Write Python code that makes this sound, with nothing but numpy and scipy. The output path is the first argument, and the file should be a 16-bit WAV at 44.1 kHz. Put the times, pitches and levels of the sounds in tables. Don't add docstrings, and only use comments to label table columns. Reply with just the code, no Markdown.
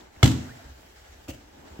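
import sys
import numpy as np
from scipy import signal
from scipy.fft import rfft, irfft, next_fast_len
from scipy.io import wavfile
from scipy.ndimage import uniform_filter1d, map_coordinates

SR = 44100
rng = np.random.default_rng(int(sys.argv[2]) if len(sys.argv) > 2 else 0)


def level_to_linear(level):
    exponent = np.asarray(level, float) / 20
    return 10 ** exponent


def persist_wave(psi):
    counts = np.round(np.clip(psi, -1, 1) * 32767).astype(np.int16)
    wavfile.write(sys.argv[1], SR, np.atleast_2d(counts).T)


N = 79380

# (f/Hz, level/dB)
RUSTLE_LEVEL = [(0, -52), (.05, -56), (.1, -59.5), (.2, -52.5), (.42, -45.5), (.55, -50.5), (.65, -52),
                (.75, -55.5), (.84, -53.5), (.93, -54.5), (1.03, -53.5), (1.1, -54.5), (1.18, -53),
                (1.26, -56.5), (1.42, -57), (1.55, -55.5), (1.68, -54), (1.8, -53.5)]
COTTON_COLOUR = [(88, -51), (150, -50), (308, -15.5), (353, -6), (876, -2), (971, -10.5), (1620, -5.5),
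                 (2670, -12), (7710, -16), (9000, -30.5), (11700, -92), (19800, -120)]
# (t/s, level/dB, f/Hz, time to fade by 60 dB/cycles)
CLOTH_TICKS = [(0.011, -45, 3600, 40), (0.163, -46, 2150, 25), (0.164, -50, 780, 12), (0.83, -48, 900, 6),
               (1.278, -43, 1300, 16), (0.808, -46, 12000, 9), (0.8095, -50, 6500, 6),
               (0.819, -47, 7500, 8), (1.13, -55, 9000, 6)]
# (start t/s, length/s, from f/Hz, to f/Hz, level/dB before its wobble)
CLOTH_SQUEAKS = [(.47, .068, 1100, 2200, -48.5), (.575, .055, 750, 630, -51)]
# (f/Hz, level/dB)
AIR_COLOUR = [(12, 26), (20, 5), (60, 12.5), (102, -0.5), (141, -6.5), (182, -11.5), (268, -7), (296, -5.5),
              (331, -6.5), (400, -8.5), (520, -49), (880, -120)]
HISS_COLOUR = [(590, -46), (1000, 2), (1370, -14.5), (2200, -2), (3270, 8.5), (4790, -84.5), (7790, -12.5),
               (9720, -3.5), (16000, -1.5)]
# (t/s, level/dB)
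HISS_SWELL_LEVEL = [(0, -1.5), (.1, -8), (.2, 0.5), (.5, 3.5), (.7, -1), (.85, 1), (1.1, -1), (1.25, -0.5),
                    (1.45, -4.5), (1.58, -3), (1.8, 0)]
AIR_DB, HISS_DB = -45.5, -63.5
# (f/Hz, level/dB)
SHIFT_LEVEL = [(0, -50.5), (.06, -55.5), (.12, -61), (.2, -53.5), (.5, -61), (.63, -53.5), (.75, -68),
               (.84, -56), (.95, -66.5), (1.45, -63.5), (1.6, -54), (1.7, -53), (1.8, -52.5)]
FOAM_COLOUR = [(90, -40), (180, -2.5), (300, 2), (500, -4), (850, -3), (1200, -12), (2000, -17.5),
               (4000, -31), (8000, -120)]
# (f/Hz, likeness from -1 to 1)
LEFT_RIGHT_LIKENESS = [(60, 0.96), (180, 1), (550, -0.17), (1650, -0.039), (4970, -0.13), (15000, 0.23)]
# (t/s, boom level/dB, boom f/Hz, boom rise/s, boom hold/s, knock level/dB)
MAT_BLOWS = [(0.17, -40.5, 70.5, 0.0017, 0.0044, -55.5), (0.233, -4.5, 112.5, 0.00092, 0.01323, -17.5),
             (0.644, -39, 58, 0.011, 0.017, -57.5), (0.691, -42, 63.7, 0.0067, 0.027, -60.5),
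             (1.2841, -28, 296, 0.0091, 0.0018, -64), (1.286, -32.5, 88, 0.0045, 0.0087, -47.5),
             (1.573, -50.5, 285, 0.0023, 0.013, -55), (1.712, -42.5, 69.4, 0.0024, 0.031, -57.5),
             (1.7925, -28, 210, .0008, 0.0013, -38.5)]
# (f/Hz, level/dB on top of the knock, time to fade by 60 dB/s)
BASS_RING = [(79.5, -1, 0.49), (102.4, -25, .35), (137, -1, .38), (173.1, -6, 0.43), (221.8, -3, 0.41),
             (248.4, -6, 0.62), (266.2, -1, 0.39), (305.2, -2, 0.346), (319.4, -6.5, 0.396),
             (351, -13.5, 0.44), (398, -19, 0.48)]
BOOM_T60_S, KNOCK_RISE_S = 0.019, 0.0058
# (f/Hz, time to fade by 60 dB/s)
HALL_FADE = [(60, .5), (300, 0.64), (900, 0.47), (2400, 0.38), (6400, 0.41), (14000, 0.33)]
HALL_GAP_S = 0.008
HALL_DB, HALL_BASS_DB = -10, -8.5
# (f/Hz, level/dB)
VINYL_COLOUR = [(260, -4.5), (450, -11), (1510, -13.5), (2190, -14.5), (2470, -16), (3430, -11),
                (4560, -17.5), (7580, -17.5), (10700, -34.5), (11900, -25), (16000, -34.5)]
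SLAP_S, SLAP_DB, SLAP_HOLD_S, SLAP_T60_S = 0.2288, -15.5, 0.004, 0.0047
# (f/Hz, level/dB on top of CUP_DB, time to fade by 60 dB/s, left minus right level/dB)
CUP_RING = [(696, -6, 0.064, 11), (781, -6.5, 0.09, -5), (1310, 1.5, 0.031, -10), (1530, 3, 0.015, 3),
            (2146, 5.5, 0.034, 0), (3090, -8, .03, 6), (3414, -0.5, 0.037, -13)]
CUP_DB, SLAP_HALL_DB = -17, 7.5
CUP_LAG_S = 0.00014
# (delay/s, left level/dB, right level/dB)
WALL_ECHOES = [(.0105, -4.5, -14), (.028, -6.5, -4.5), (.046, -11.5, -11.5), (.085, -15.5, -26)]
# (t/s, level/dB before its wobble, rise/s, hold/s)
SOLE_SCUFFS = [(1.2814, -40.5, .0015, 0.024), (1.328, -52.5, 0.01, .012)]
# (f/Hz, level/dB)
SOLE_COLOUR = [(290, -19), (500, 3), (678, -1), (974, -10), (1320, -11.5), (1720, -14.5), (2890, -4),
               (3540, -15), (7640, -12.5), (9490, -24.5), (16000, -17.5)]
SCUFF_T60_S = 0.067
MIC_LOW_HZ, TOP_HZ = 51, 16000


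def unit(x):
    return x / np.sqrt(np.mean(x ** 2) + 1e-20)


def along(points, hz):
    f, v = np.transpose(points)
    return np.interp(np.log(hz + 1), np.log(f + 1), v)


def curve(rows):
    s, v = np.transpose(rows)
    return np.interp(np.arange(N) / SR, s, v)


def wobble(rate):
    return map_coordinates(rng.standard_normal(500), [np.arange(N) * rate / SR], mode="mirror")


def filtered(x, response):
    m = next_fast_len(N + SR // 2)
    return irfft(rfft(x, m) * response(np.fft.rfftfreq(m, 1 / SR)), m)[..., :N]


def shape(s, rise, hold, t60):
    t = np.maximum(np.arange(N) / SR - s, 0)
    attack = np.minimum(t / max(rise, 1e-4), 1)
    return t, attack * level_to_linear(-60 * np.maximum(t - rise - hold, 0) / t60)


def rush(spectrum, patchy_db):
    z = signal.stft(rng.standard_normal((2, N)), nperseg=512)[2]
    field = uniform_filter1d(rng.standard_normal(z.shape[1:]), 6, 0)
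    field = uniform_filter1d(field, 8, 1)
    noises = signal.istft(z * level_to_linear(patchy_db * unit(field)), nperseg=512)[1][:, :N]

    def colour_and_width(hz):
        angle = np.arccos(np.clip(along(LEFT_RIGHT_LIKENESS, hz), -1, 1)) / 2
        return level_to_linear(along(spectrum, hz)) * [np.cos(angle), np.sin(angle)]

    mid, side = filtered(noises, colour_and_width)
    return unit(np.array([mid + side, mid - side]))


def pair(spectrum, apart):
    noise = rng.standard_normal((2, N))
    common, unlike = unit(filtered(noise, lambda hz: level_to_linear(along(spectrum, hz))))
    return np.array([common + apart * unlike, common - apart * unlike]) / np.hypot(1, apart)


def cloth():
    rustle_db = curve(RUSTLE_LEVEL) + 0.6 * wobble(12) + 0.9 * wobble(60)
    out = level_to_linear(rustle_db) * rush(COTTON_COLOUR, patchy_db=1.2)
    for s, db, hz, cycles in CLOTH_TICKS:
        t, env = shape(s, 0.0001, 0, cycles / hz)
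        out += level_to_linear(db) * env * np.sin(2 * np.pi * hz * t)
    for s, length, from_hz, to_hz, db in CLOTH_SQUEAKS:
        u = np.clip((np.arange(N) / SR - s) / length, 0, 1)
        phase = 2 * np.pi * length * (from_hz * u + (to_hz - from_hz) * u ** 2 / 2)
        level = level_to_linear(db + 3.5 * wobble(250)) * np.sin(np.pi * u)
        out += level * np.sin(phase + 1.6 * wobble(200))
    return out


def background():
    rumble = level_to_linear(AIR_DB + 1.2 * wobble(4)) * rush(AIR_COLOUR, patchy_db=0.3)
    hiss = level_to_linear(HISS_DB + curve(HISS_SWELL_LEVEL)) * rush(HISS_COLOUR, patchy_db=-0.3)
    return rumble + hiss


def shifting():
    return level_to_linear(curve(SHIFT_LEVEL) + 0.99 * wobble(30.5)) * rush(FOAM_COLOUR, patchy_db=0.0)


def blows():
    boom, ring = np.zeros(N), np.zeros((2, N))
    flutter_db = [2.93 * wobble(25.17) for _ in BASS_RING]
    for s, boom_db, boom_hz, rise, hold, knock_db in MAT_BLOWS:
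        t, env = shape(s, rise, hold, BOOM_T60_S)
        boom += level_to_linear(boom_db) * env * np.sin(2 * np.pi * boom_hz * t)
        onset = 1 - np.exp(-t / KNOCK_RISE_S)
        for k, (hz, db, t60) in enumerate(BASS_RING):
            lean = level_to_linear(2.4 * (-1) ** k * np.array([[1], [-1]]))
            level = level_to_linear(knock_db + db - 60 * t / t60 + flutter_db[k])
            ring += lean * level * onset * np.sin(2 * np.pi * hz * t)
    return boom * level_to_linear([[-0.4], [0.4]]), ring


def hall(x, alike):
    noise = rng.standard_normal((3, SR))
    share = np.clip(alike, 0, 1)
    mixed = np.sqrt(share) * noise[2] + np.sqrt(1 - share) * noise[:2]
    hz, t, z = signal.stft(mixed, SR, nperseg=512)
    fade = level_to_linear(-60 * t / along(HALL_FADE, hz)[:, None])
    tail = signal.istft(z * fade, SR, nperseg=512)[1]
    late = np.pad(x, ((0, 0), (round(HALL_GAP_S * SR), 0)))
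    return signal.fftconvolve(late, tail / np.linalg.norm(tail[0]), axes=1)[:, :N]


def slap():
    t, env = shape(SLAP_S, 0.0015, SLAP_HOLD_S, SLAP_T60_S)
    burst = level_to_linear(SLAP_DB) * env * pair(VINYL_COLOUR, apart=0.88)
    lagged = np.maximum(t - CUP_LAG_S * np.array([[1], [0]]), 0)
    cup = np.zeros((2, N))
    for hz, db, t60, pan in CUP_RING:
        level = level_to_linear(CUP_DB + db + pan * np.array([[0.5], [-0.5]]) - 60 * t / t60)
        cup += level * np.sin(-2 * np.pi * hz * lagged)
    cup *= 1 - np.exp(-t / 0.00029)
    impulse = np.arange(N) == round(SLAP_S * SR)
    click = filtered(impulse, lambda hz: level_to_linear(along(VINYL_COLOUR, hz)))
    return burst, cup, level_to_linear(SLAP_HALL_DB) * click / np.linalg.norm(click)


def walls(x):
    out = np.zeros((2, N))
    for delay, left_db, right_db in WALL_ECHOES:
        late = np.pad(x[::-1], ((0, 0), (round(delay * SR), 0)))[:, :N]
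        out += level_to_linear([[left_db], [right_db]]) * late
    return out


def scuffs():
    env = np.zeros(N)
    for s, db, rise, hold in SOLE_SCUFFS:
        env += level_to_linear(db) * shape(s, rise, hold, SCUFF_T60_S)[1]
    return env * level_to_linear(1.3 * wobble(220)) * pair(SOLE_COLOUR, apart=1.0)


def scene():
    boom, ring = blows()
    burst, cup, click = slap()
    sole = scuffs()
    hall_drive = click * level_to_linear([[-0.5], [0.5]]) + level_to_linear(HALL_DB) * sole
    tail = hall(hall_drive, alike=0.033) + level_to_linear(HALL_BASS_DB) * hall(boom, alike=0.98)
    echoes = walls(burst + 0.21 * cup)
    direct = boom + ring + burst + cup + sole
    return direct + echoes + tail + cloth() + background() + shifting()


def band_limit(x):
    return signal.sosfilt(signal.butter(12, 16830, fs=SR, output="sos"), x)


def record(dry):
    def microphone(hz):
        bass_cut = (1j * hz) ** 2 / (MIC_LOW_HZ ** 2 - hz ** 2 + 1.4j * hz * MIC_LOW_HZ)
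        return (hz < TOP_HZ) * bass_cut

    finished = filtered(dry, microphone)
    return band_limit(finished)


dry = scene()
out = record(dry)
persist_wave(out)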